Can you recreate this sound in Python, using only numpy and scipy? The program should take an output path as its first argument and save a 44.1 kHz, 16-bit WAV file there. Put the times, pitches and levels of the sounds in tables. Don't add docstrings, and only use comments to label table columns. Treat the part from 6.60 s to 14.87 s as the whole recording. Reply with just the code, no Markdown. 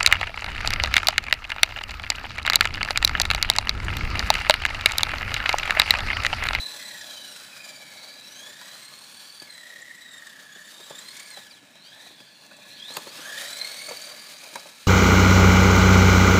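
import sys
import numpy as np
from scipy import signal
from scipy.fft import rfft, irfft
from scipy.io import wavfile
from scipy.ndimage import uniform_filter1d, map_coordinates

SR = 44100
rng = np.random.default_rng(int(sys.argv[2]) if len(sys.argv) > 2 else 0)


def generate_wav(sig):
    pcm = np.round(np.clip(np.atleast_2d(sig).T, -1, 1) * 32767).astype(np.int16)
    wavfile.write(sys.argv[1], SR, pcm)


def to_linear_factor(level_db):
    exponent = np.asarray(level_db, float) / 20
    return 10 ** exponent


N = 364704


def level(x, db):
    return x * to_linear_factor(db) / np.sqrt(np.mean(x ** 2))


def columns(table):
    s, *rest = np.transpose(table)
    return [np.interp(np.arange(N) / SR, s, column) for column in rest]


def band(x, hz, width):
    return signal.lfilter(*signal.iirpeak(hz, hz / width, fs=SR), x)


def walk(rate):
    hold = int(SR / rate)
    steps = np.repeat(rng.standard_normal(N // hold + 1), hold)
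    return 1.28 * uniform_filter1d(uniform_filter1d(steps, hold), hold)[:N]


def body(x, modes, patchy_db=0, flip=-1):
    out = np.zeros(N)
    for k, (hz, width, db) in enumerate(modes):
        facing = to_linear_factor(db + patchy_db * walk(5))
        out += flip ** k * facing * band(x, hz, width)
    return out


def colour(x, points):
    hz, db = np.transpose(points)
    grid = np.log(np.arange(N // 2 + 1) * SR / N + 1)
    return irfft(rfft(x) * to_linear_factor(np.interp(grid, np.log(hz), db)), N)


def grains(spread_db, smear):
    height = np.minimum(rng.exponential(size=N), 5)
    hits = to_linear_factor(2 * spread_db * height) * (rng.random(N) < 0.05)
    power = signal.lfilter([1 - smear], [1, -smear], hits)
    return np.sqrt(power + 0.6 * power.mean()) * rng.standard_normal(N)


def ring(hz, decay_s, t):
    return np.sin(2 * np.pi * hz * t) * 1000.0 ** (-t / decay_s) * np.minimum(t / 0.0022, 1)


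def add(out, s, sound):
    i = int(s * SR)
    out[i:i + len(sound)] += sound[:N - i]


# start in seconds, tooth rate aimed at in Hz, lag in seconds, level of the whine and of its
# lowest tone, both in dB above the rattle.
TRIGGER = [(0, 2000, 0.35, 5.5, -51), (.16, 2010, 0.3, -1, -3), (.3, 985, 0.55, 2, -1),
           (0.389, 994, 0.4, -9, -10), (.48, 978, 0.5, -2, -27), (.62, 992, 0.51, -6, -4),
           (1, 1000, 0.44, -3.5, -15), (1.42, 1487, 0.63, -6.5, -23), (1.58, 2400, 0.52, -9, -10),
           (1.74, 2401, 0.47, 0.5, -5), (1.95, 2396, 0.48, -5.5, -8), (2.35, 2390, 0.55, -3, -19),
           (2.83, 1870, .12, -0.5, -1.5), (3.15, 1984, 0.11, -9, 1), (3.38, 1404, 0.79, 1, 0.5),
           (3.6, 1399, 0.84, -8.5, -0.5), (3.921, 1945, 0.29, -4.5, 0.5), (4.129, 2004, .25, 0.5, -22),
           (4.28, 1606, 0.097, -1, -18), (4.34, 2610, 0.3, -5, -12), (4.53, 2400, 0.18, -9, -5.5),
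           (4.66, 1003, 0.39, -3.5, -6), (4.86, 539, 0.079, -2, -3), (5, 540, 0.068, -10, -16),
           (5.06, 760.6, 0.63, -7, -23), (5.2, 1483, .5, -3, -22), (5.37, 1497, 0.51, -6, -18),
           (5.459, 560, 0.32, -5, -16), (6.06, 1492, 0.82, -9, -10), (6.17, 2380, 0.88, 1, -18),
           (6.27, 2400, .6, 0.5, -19), (6.39, 905.5, 0.063, -9, -18), (6.46, 2447, 0.39, -7, -18),
           (6.58, 2435, 0.38, -12, -3), (6.72, 2435, 0.4, -8.5, -5), (6.87, 2440, 0.38, -9.5, -12),
           (7.0, 2443, .41, -4, -11), (7.07, 2437, 0.43, -4.5, -8.5), (7.35, 2440, .41, -7, -13),
           (7.78, 3440, 1.27, -11, -6)]


def motor():
    t, hz, now = np.arange(N) / SR, np.zeros(N), TRIGGER[0][1]
    s, aim_hz, lag_s, whine_db, low_db = np.transpose(TRIGGER)
    for start, end, aim, lag in zip(s, [*s[1:], N / SR], aim_hz, np.abs(lag_s)):
        span = slice(int(start * SR), int(end * SR) + 1)
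        hz[span] = aim + (now - aim) * np.exp((start - t[span]) / lag)
        now = aim + (now - aim) * np.exp((start - end) / lag)
    move = np.clip(np.searchsorted(s, t, side="right") - 1, 0, None)
    slew = int(0.04 * SR)
    curves = (hz, slew), (whine_db[move], 2 * slew), (low_db[move], 2 * slew)
    return [uniform_filter1d(curve, size, mode="nearest") for curve, size in curves]


# time in seconds, level in dB.
NEAR = [(0, -39), (1.45, -43), (2.2, -43.5), (2.4, -46), (3.5, -49), (4.25, -46), (4.56, -43), (4.9, -47),
        (5.04, -50.5), (5.25, -48.5), (5.46, -44.5), (5.55, -47.5), (5.9, -47), (6.36, -40), (6.43, -42),
        (6.77, -35.5), (7.3, -39.5), (8.27, -47.5)]


def nearness():
    return uniform_filter1d(columns(NEAR)[0], size=SR // 20)


# time in seconds, peak level in dB.
BITES = [(0.062, -28), (0.194, -33), (0.314, -37), (0.411, -27.5), (0.5052, -32), (0.7614, -29),
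         (0.965, -29), (1.0457, -30), (1.0897, -32), (1.1548, -34), (1.2251, -43), (1.798, -36),
         (2.7995, -30), (2.824, -30), (2.9791, -38.5), (3.0073, -42), (3.0337, -40), (3.1313, -45.5),
         (3.1607, -36), (3.3094, -41), (3.3456, -40), (3.417, -40), (3.459, -42), (3.485, -40),
         (3.535, -37), (3.579, -37), (3.6232, -36), (3.6692, -35), (3.7, -36), (3.7287, -41),
         (3.7625, -37.5), (3.8289, -37), (4.0175, -40), (4.2981, -30), (4.3854, -31), (4.4858, -31),
         (4.5669, -29.5), (4.6005, -30.5), (4.9119, -35), (5.341, -38), (6.1968, -42), (6.2319, -38),
         (6.2984, -34), (6.3682, -32), (6.6173, -29), (6.6972, -27), (6.7244, -29), (6.774, -22),
         (6.807, -28), (6.8494, -27), (6.9314, -24), (6.9671, -26), (6.9972, -29), (7.0157, -24),
         (7.0476, -24), (7.1166, -28.5), (7.2902, -25.5), (7.3684, -27.5), (7.8375, -32), (7.957, -35)]


def spur_load(hz, near_db):
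    spur_teeth = 58
    free = np.cumsum(hz / spur_teeth / SR)
    bite_s = np.array(BITES)[:, 0] + 0.003
    at = free[(bite_s * SR).astype(int)]
    whole = np.cumsum(np.maximum(np.round(np.diff(at, prepend=0)), 1)) + 0.5
    turn = np.interp(free, [0, *at, at[-1] + 50], [0, *whole, whole[-1] + 50])
    bite = (1 + 0.24 * rng.standard_normal(1000))[turn.astype(int)]
    load = -0.6 * bite * np.cos(2 * np.pi * turn) + 0.097 * walk(90)
    t = np.arange(1200) / SR
    bump = t / 0.0033 * np.exp(1 - t / 0.0033)
    for s, db in BITES:
        over_db = db - near_db[int(s * SR)] - 7
        add(load, max(s - 0.002, 0), 0.18 * max(over_db, 0) * bump)
    return np.minimum(load, 2.2)


CRUISE_HZ = 2000
# pitch in Hz, level in dB.
SINGS = [(1000, -17), (2300, -11), (3200, -6.5), (4200, -3.5), (5100, -7.5), (6500, -9.5), (8600, -12),
         (13000, -22)]
# time in seconds, level of the 2nd multiple in dB,
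# level of the 6th and 8th multiples in dB, looseness of the teeth (backlash) from 0 to 1.
MESH = [(0, 11.5, -2, .3), (.14, 2, -2, 0.44), (.45, -4, 8, 1), (.53, 1, 2, 0.44), (.64, -1, 8, 1),
        (1.1, 2.5, 2, 0.65), (1.6, -1, 0, 0.52), (2.4, -2, -2, 1), (2.85, 2, 0, 0.85), (3.1, -6.5, 0, 0.96),
        (4.75, 0, -3.5, 0.95), (4.87, -7, -7, 0.82), (5.15, -1, 2, 0.56), (5.28, -1, 7, .5),
        (5.36, 4, -6, 0.7), (6.16, -8, 2, 0.53), (6.24, -9, -16, .5), (6.7, -0.5, 5, 0.92)]
MULTIPLE_DB = (-1.5, -15, -2, -4.5, -8)
POWER_DB = (1.8, 2, 4.2, 3.7, 1.1)


def gear_levels(hz, near_db, whine_db, low_db):
    second_db, high_db, backlash = columns(MESH)
    grid, carried_db = np.transpose(SINGS)
    power = uniform_filter1d(1.0 * (np.gradient(hz) > 0), size=SR // 20)
    half_db = near_db - 29 + 22 * np.log2(hz / CRUISE_HZ)
    levels_db = [half_db, near_db + low_db]
    mesh = (second_db, 0, 0, high_db, high_db)
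    for k, db, gain_db, mesh_db in zip((2, 3, 4, 6, 8), MULTIPLE_DB, POWER_DB, mesh):
        shell_db = np.interp(np.log(k * hz), np.log(grid), carried_db)
        levels_db.append(near_db + whine_db + db + mesh_db + power * gain_db + shell_db)
    return levels_db, backlash


SMEAR_HZ = (70, 430, 330, 500, 520, 550, 650)
STEADY = (.5, .6, .36, .2, .3, .3, .3)
BITE_DB = (4.4, 7, 6, 6, 6.5, 5.5, 5.5)
PATCHY_DB = (1, 1, 1.5, 3, 2.5, 2.5, 3)
# pitch in Hz, width in Hz, level in dB.
SHELL = [(1940, 1090, -3.5), (2400, 700, -2), (3020, 320, -21), (3690, 750, -1.5), (4500, 150, 1.5),
         (5100, 290, -26)]
# pitch in Hz, width in Hz, level in dB below the rattle.
TRAY = (1705, 16, -19)


def whine(hz, levels_db, load, backlash):
    phase = 2 * np.pi * np.cumsum(hz * (1 + 0.0065 * walk(60))) / SR
    lines = []
    settings = zip((0.5, 1, 2, 3, 4, 6, 8), levels_db, SMEAR_HZ, STEADY, BITE_DB, PATCHY_DB)
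    for k, db, smear, clean, bite_db, patchy_db in settings:
        steady = np.sin(k * phase)
        rough = walk(smear) * steady + walk(smear) * np.cos(k * phase)
        tone = clean * steady + np.clip(backlash, 0.2, 1) * rough
        throb = to_linear_factor(bite_db * load + 1.54 * walk(35) + patchy_db * walk(11))
        in_range = k * hz < 0.35 * SR
        lines.append(to_linear_factor(db) * level(throb * tone, 0) * in_range)
    half, first, upper = lines[0], lines[1], sum(lines[2:])
    cover = to_linear_factor(-4.5) * band(first, 1884, 200) + to_linear_factor(-7.5) * band(first, 2156, 190)
    first = to_linear_factor(-33) * first + cover + to_linear_factor(-10) * band(first, *TRAY[:2])
    through_shell = to_linear_factor(-6.5) * body(upper, SHELL, patchy_db=2.0, flip=0.99)
    past_shell = to_linear_factor(-3.5) * upper
    muffle = signal.butter(2, 15000, fs=SR, output="sos")
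    return signal.sosfilt(muffle, half + first + through_shell + past_shell)


# pitch in Hz, density in dB per Hz.
GRIT = [(710, -19.5), (1200, -4), (1760, -6.5), (2890, -2), (4110, 2), (4930, -3), (9000, -6.5),
        (13500, -14), (15500, -11)]
# pitch in Hz, width in Hz, level in dB.
TUB = [(468, 250, -5), (599, 98, 4), (824, 108, -4.5), (1157, 172, -1)]
# middle in seconds, length in seconds, gain in dB.
COARSE = [
    (1.85, 0.17, 4.5),
    (4.759, .12, 1),
    (6.68, 0.19, 3.5),
    (7.306, 0.1, 0.5),
    (7.6, .35, 3.5),
]


def rolling(load, hz, near_db):
    speed, closer_db = np.log2(hz / CRUISE_HZ), near_db - near_db.mean()
    grit_db = near_db - 3 + 3.5 * speed + 0.081 * closer_db
    tub_db = near_db - 10 + 0.31 * speed + 0.06 * closer_db
    thud_db = near_db - 18.5 - 2 * speed - 0.26 * closer_db
    t = np.arange(N) / SR
    coarse_db = sum(db * np.exp(-(2 * (t - s) / length) ** 2) for s, length, db in COARSE)
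    tub_db, thud_db = tub_db + coarse_db, thud_db + 0.56 * coarse_db

    teeth = to_linear_factor(0.54 * load) * grains(2.0, 0.9)
    rattle = level(body(teeth, SHELL, patchy_db=3.0), -9.5) + level(band(teeth, *TRAY[:2]), TRAY[2])
    side, tail = panels()
    rattle = rattle + side * level(band(teeth, 3470, 130), 0) + tail * level(band(teeth, 3950, 130), 0)
    shake = walk(30)
    grit = colour(to_linear_factor(1.66 * load + 0.87 * shake + walk(40)) * grains(2.17, 0.95), GRIT)
    tub = body(to_linear_factor(2.33 * shake + 0.73 * walk(10)) * grains(4.1, 0.99), TUB, patchy_db=1.34)
    thud = band(band(to_linear_factor(walk(8.5)) * rng.standard_normal(N), 259, 330), 259, 330)

    jolt = jolts()
    shaken_shell, shaken_tub = jolt * to_linear_factor(-10), jolt * to_linear_factor(-7.5)
    return ((to_linear_factor(near_db) + shaken_shell) * rattle
            + (to_linear_factor(grit_db) + shaken_shell * to_linear_factor(-11)) * level(grit, 0.17)
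            + (to_linear_factor(tub_db) + shaken_tub) * level(tub, -2.6)
            + (to_linear_factor(thud_db) + shaken_tub * to_linear_factor(-12)) * level(thud, -1.6))


# middle in seconds, length in seconds, level in dB above the rattle.
SIDE_FACING = [
    (2.6, 0.49, -8.5),
    (5.4, 0.26, -14),
    (5.65, 0.38, -12.5),
    (6.1, .4, -13.5),
]
# middle in seconds, length in seconds, level in dB.
TAIL_FACING = [
    (.62, 0.44, -6.5),
    (1.551, 0.48, -8.5),
    (2.98, .15, -9),
    (5.4, 0.3, -11),
    (6.15, 0.44, -8),
    (8.06, .25, -16),
]


def panels():
    t = np.arange(N) / SR
    swells = []
    for moments in (SIDE_FACING, TAIL_FACING):
        swing = sum(to_linear_factor(db) * np.exp(-(2 * (t - s) / length) ** 2) for s, length, db in moments)
        swells.append(to_linear_factor(-19) + swing)
    return swells


# time in seconds, peak level in dB, ring pitch in Hz,
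# crack level in dB above the ring, decay in seconds.
KNOCKS = [(2.013, -37, 987, 15, 0.051), (2.819, -34.5, 340, 11.5, 0.032), (3.96, -43, 396, -12, 0.054),
          (4.2, -42.5, 374.4, -14, 0.058), (4.307, -26, 524, -12, 0.02), (4.772, -34.5, 789, 12, 0.034),
          (5.024, -46.5, 282, -3, 0.087), (5.154, -42.5, 584, 10, 0.036), (5.464, -44, 725, -2, 0.042),
          (5.505, -42, 371, -5, 0.038), (5.603, -40.5, 279, 13, 0.044), (5.912, -39.5, 1486, 1, 0.031),
          (6.279, -51, 719, 2, 0.035), (6.303, -36, 576, 2, 0.024), (6.368, -26.5, 1253, 21.5, 0.033),
          (6.469, -37, 367, -5, 0.066), (6.59, -37.5, 300.5, -14, 0.048), (7.283, -35, 1315, 1, 0.054),
          (7.31, -31.5, 473, 7, 0.079), (7.929, -39, 322, 2, 0.032), (7.94, -53, 660, 28, 0.019),
          (7.956, -22.5, 955, 10.5, 0.039), (7.989, -66, 1242, -5, 0.047), (8.057, -35.5, 590, -10, 0.039)]
# time in seconds, peak level in dB, centre pitch in
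# Hz.
TICKS = [(0.389, -33, 7430), (0.4135, -30, 5290), (0.6794, -38, 8260), (1.7474, -34, 6150),
         (2.223, -44, 5310), (2.253, -33, 8480), (2.388, -31, 8590), (2.4123, -39, 8720),
         (2.8034, -42, 8870), (2.825, -42, 8890), (2.9088, -31, 8570), (2.9387, -30, 8140),
         (2.9781, -42, 7960), (3.2182, -30, 7380), (3.3107, -44, 8140), (3.3476, -32.5, 7740),
         (3.519, -32, 7800), (3.5798, -38, 8030), (3.668, -37, 8015), (4.0679, -37, 7160),
         (4.391, -25, 7570), (4.511, -42, 8460), (4.5679, -35, 6870), (4.5977, -32, 7050),
         (4.7029, -27, 8620), (4.7531, -39, 7660), (5.9653, -42, 7610), (6.1978, -38, 4980),
         (6.3395, -30, 7430), (6.3682, -29, 13600), (6.4892, -39, 6464), (6.8799, -32, 7500),
         (6.9313, -30, 8410), (6.9691, -26, 8060), (6.991, -35, 5280), (7.0492, -27, 8490),
         (7.2384, -32, 9010), (7.2669, -29, 8670), (7.2893, -27.5, 6810), (7.416, -30.5, 6980),
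         (7.454, -30, 9230), (7.7835, -36, 6410), (7.94, -35, 7180), (7.954, -33, 5100),
         (7.9962, -30, 5390)]


def stones(tooth_hz):
    out, t = np.zeros(N), np.arange(4000) / SR
    for s, db, hz, crack_db, decay_s in KNOCKS:
        hollow = (ring(hz, decay_s, t) + 0.5 * ring(1.7 * hz, 0.77 * decay_s, t)
                  + ring(1.91 * hz, 0.29 * decay_s, t))
        noise = rng.standard_normal(len(t))
        crack = band(noise, 2950, 2900) * 1000.0 ** (-t / 0.018) * np.minimum(t / 0.001, 1)
        add(out, s, to_linear_factor(db) * (hollow + to_linear_factor(crack_db - 6) * crack))
    for s, db, hz in TICKS:
        chirp = abs(hz / tooth_hz[int(s * SR)] - 4) < 0.4
        width_hz = 650 if chirp else 2200
        bright = band(band(rng.standard_normal(len(t)), hz, width_hz), hz, width_hz)
        fade = 1000.0 ** (-t / 0.048) * np.minimum(t / 0.0029, 1)
        add(out, s - 0.002, to_linear_factor(db + 5) * bright * fade)
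    return signal.sosfilt(signal.butter(2, 220, "high", fs=SR, output="sos"), out)


def jolts():
    out, t = np.zeros(N), np.arange(6000) / SR
    for s, db, *_ in KNOCKS:
        add(out, s - 0.004, to_linear_factor(db) * np.exp(-t / 0.018) * np.minimum(t / 0.0077, 1))
    return out


# time in seconds, lag in milliseconds, strength from 0 to 1.
BOUNCE = [(0, 1.13, 0.45), (.6, 1.25, 0.5), (1.6, 1.235, 0.36), (3.1, 1.215, 0.3), (3.9, 1.33, 0.24),
          (4.5, 1.19, 0.33), (5.1, 1.27, 0.39), (6, 1.17, 0.53), (6.65, 1.19, 0.19), (6.85, 1.26, 0.23)]


def arrivals(car):
    lag_ms, strength = columns(BOUNCE)
    late = map_coordinates(car, [np.arange(N) - (lag_ms + 0.006 * walk(4)) * SR / 1000], order=3)
    late = signal.lfilter([0.78], [1, -0.22], late)
    strength = np.clip(strength + 0.1 * walk(5), 0, 0.9)
    mirror_ms = 0.542 + 0.1 * walk(1.443)
    car = car + 0.19 * map_coordinates(car, [np.arange(N) - mirror_ms * SR / 1000], order=1)
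    return (car + strength * late) / np.sqrt(1 + strength ** 2)


# pitch in Hz, density in dB per Hz.
SUBURB = [(15, -65), (25, -11), (193, 7.5), (293, 4), (385, -19), (585, 1.5), (1250, -0.5), (1690, 4),
          (2000, -1), (2900, 2.5), (3800, -12), (5240, -11), (9000, -7), (11700, -73), (19800, -120)]
# pitch in Hz, width in Hz, level in dB, time it leaves in seconds.
IDLER = (107, 16, -72.5, 1.7)


def suburb():
    swell = to_linear_factor(1.2 * walk(3))
    hz, width, db, leaves_s = IDLER
    leaving = 1 + (np.arange(N) / SR / leaves_s) ** 3
    idler = level(band(rng.standard_normal(N), hz, width), db) / leaving
    return level(swell * colour(rng.standard_normal(N), SUBURB), -60) + idler


def scene():
    hz, whine_db, low_db = motor()
    near_db = nearness()
    load = spur_load(hz, near_db)
    levels_db, backlash = gear_levels(hz, near_db, whine_db, low_db)
    gears = whine(hz, levels_db, load, backlash)
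    car = to_linear_factor(4) * gears + rolling(load, hz, near_db) + stones(hz)
    return (arrivals(car) + suburb())[None]


def low_pass(x):
    return signal.sosfilt(signal.butter(12, 15460, fs=SR, output="sos"), x)


def record(dry):
    bass_cut = signal.sosfilt(signal.butter(4, 95, "high", fs=SR, output="sos"), dry)
    top_cut = signal.sosfilt(signal.ellip(10, 0.2, 80, 15430, fs=SR, output="sos"), bass_cut)
    return low_pass(top_cut)


dry = scene()
out = record(dry)
generate_wav(out)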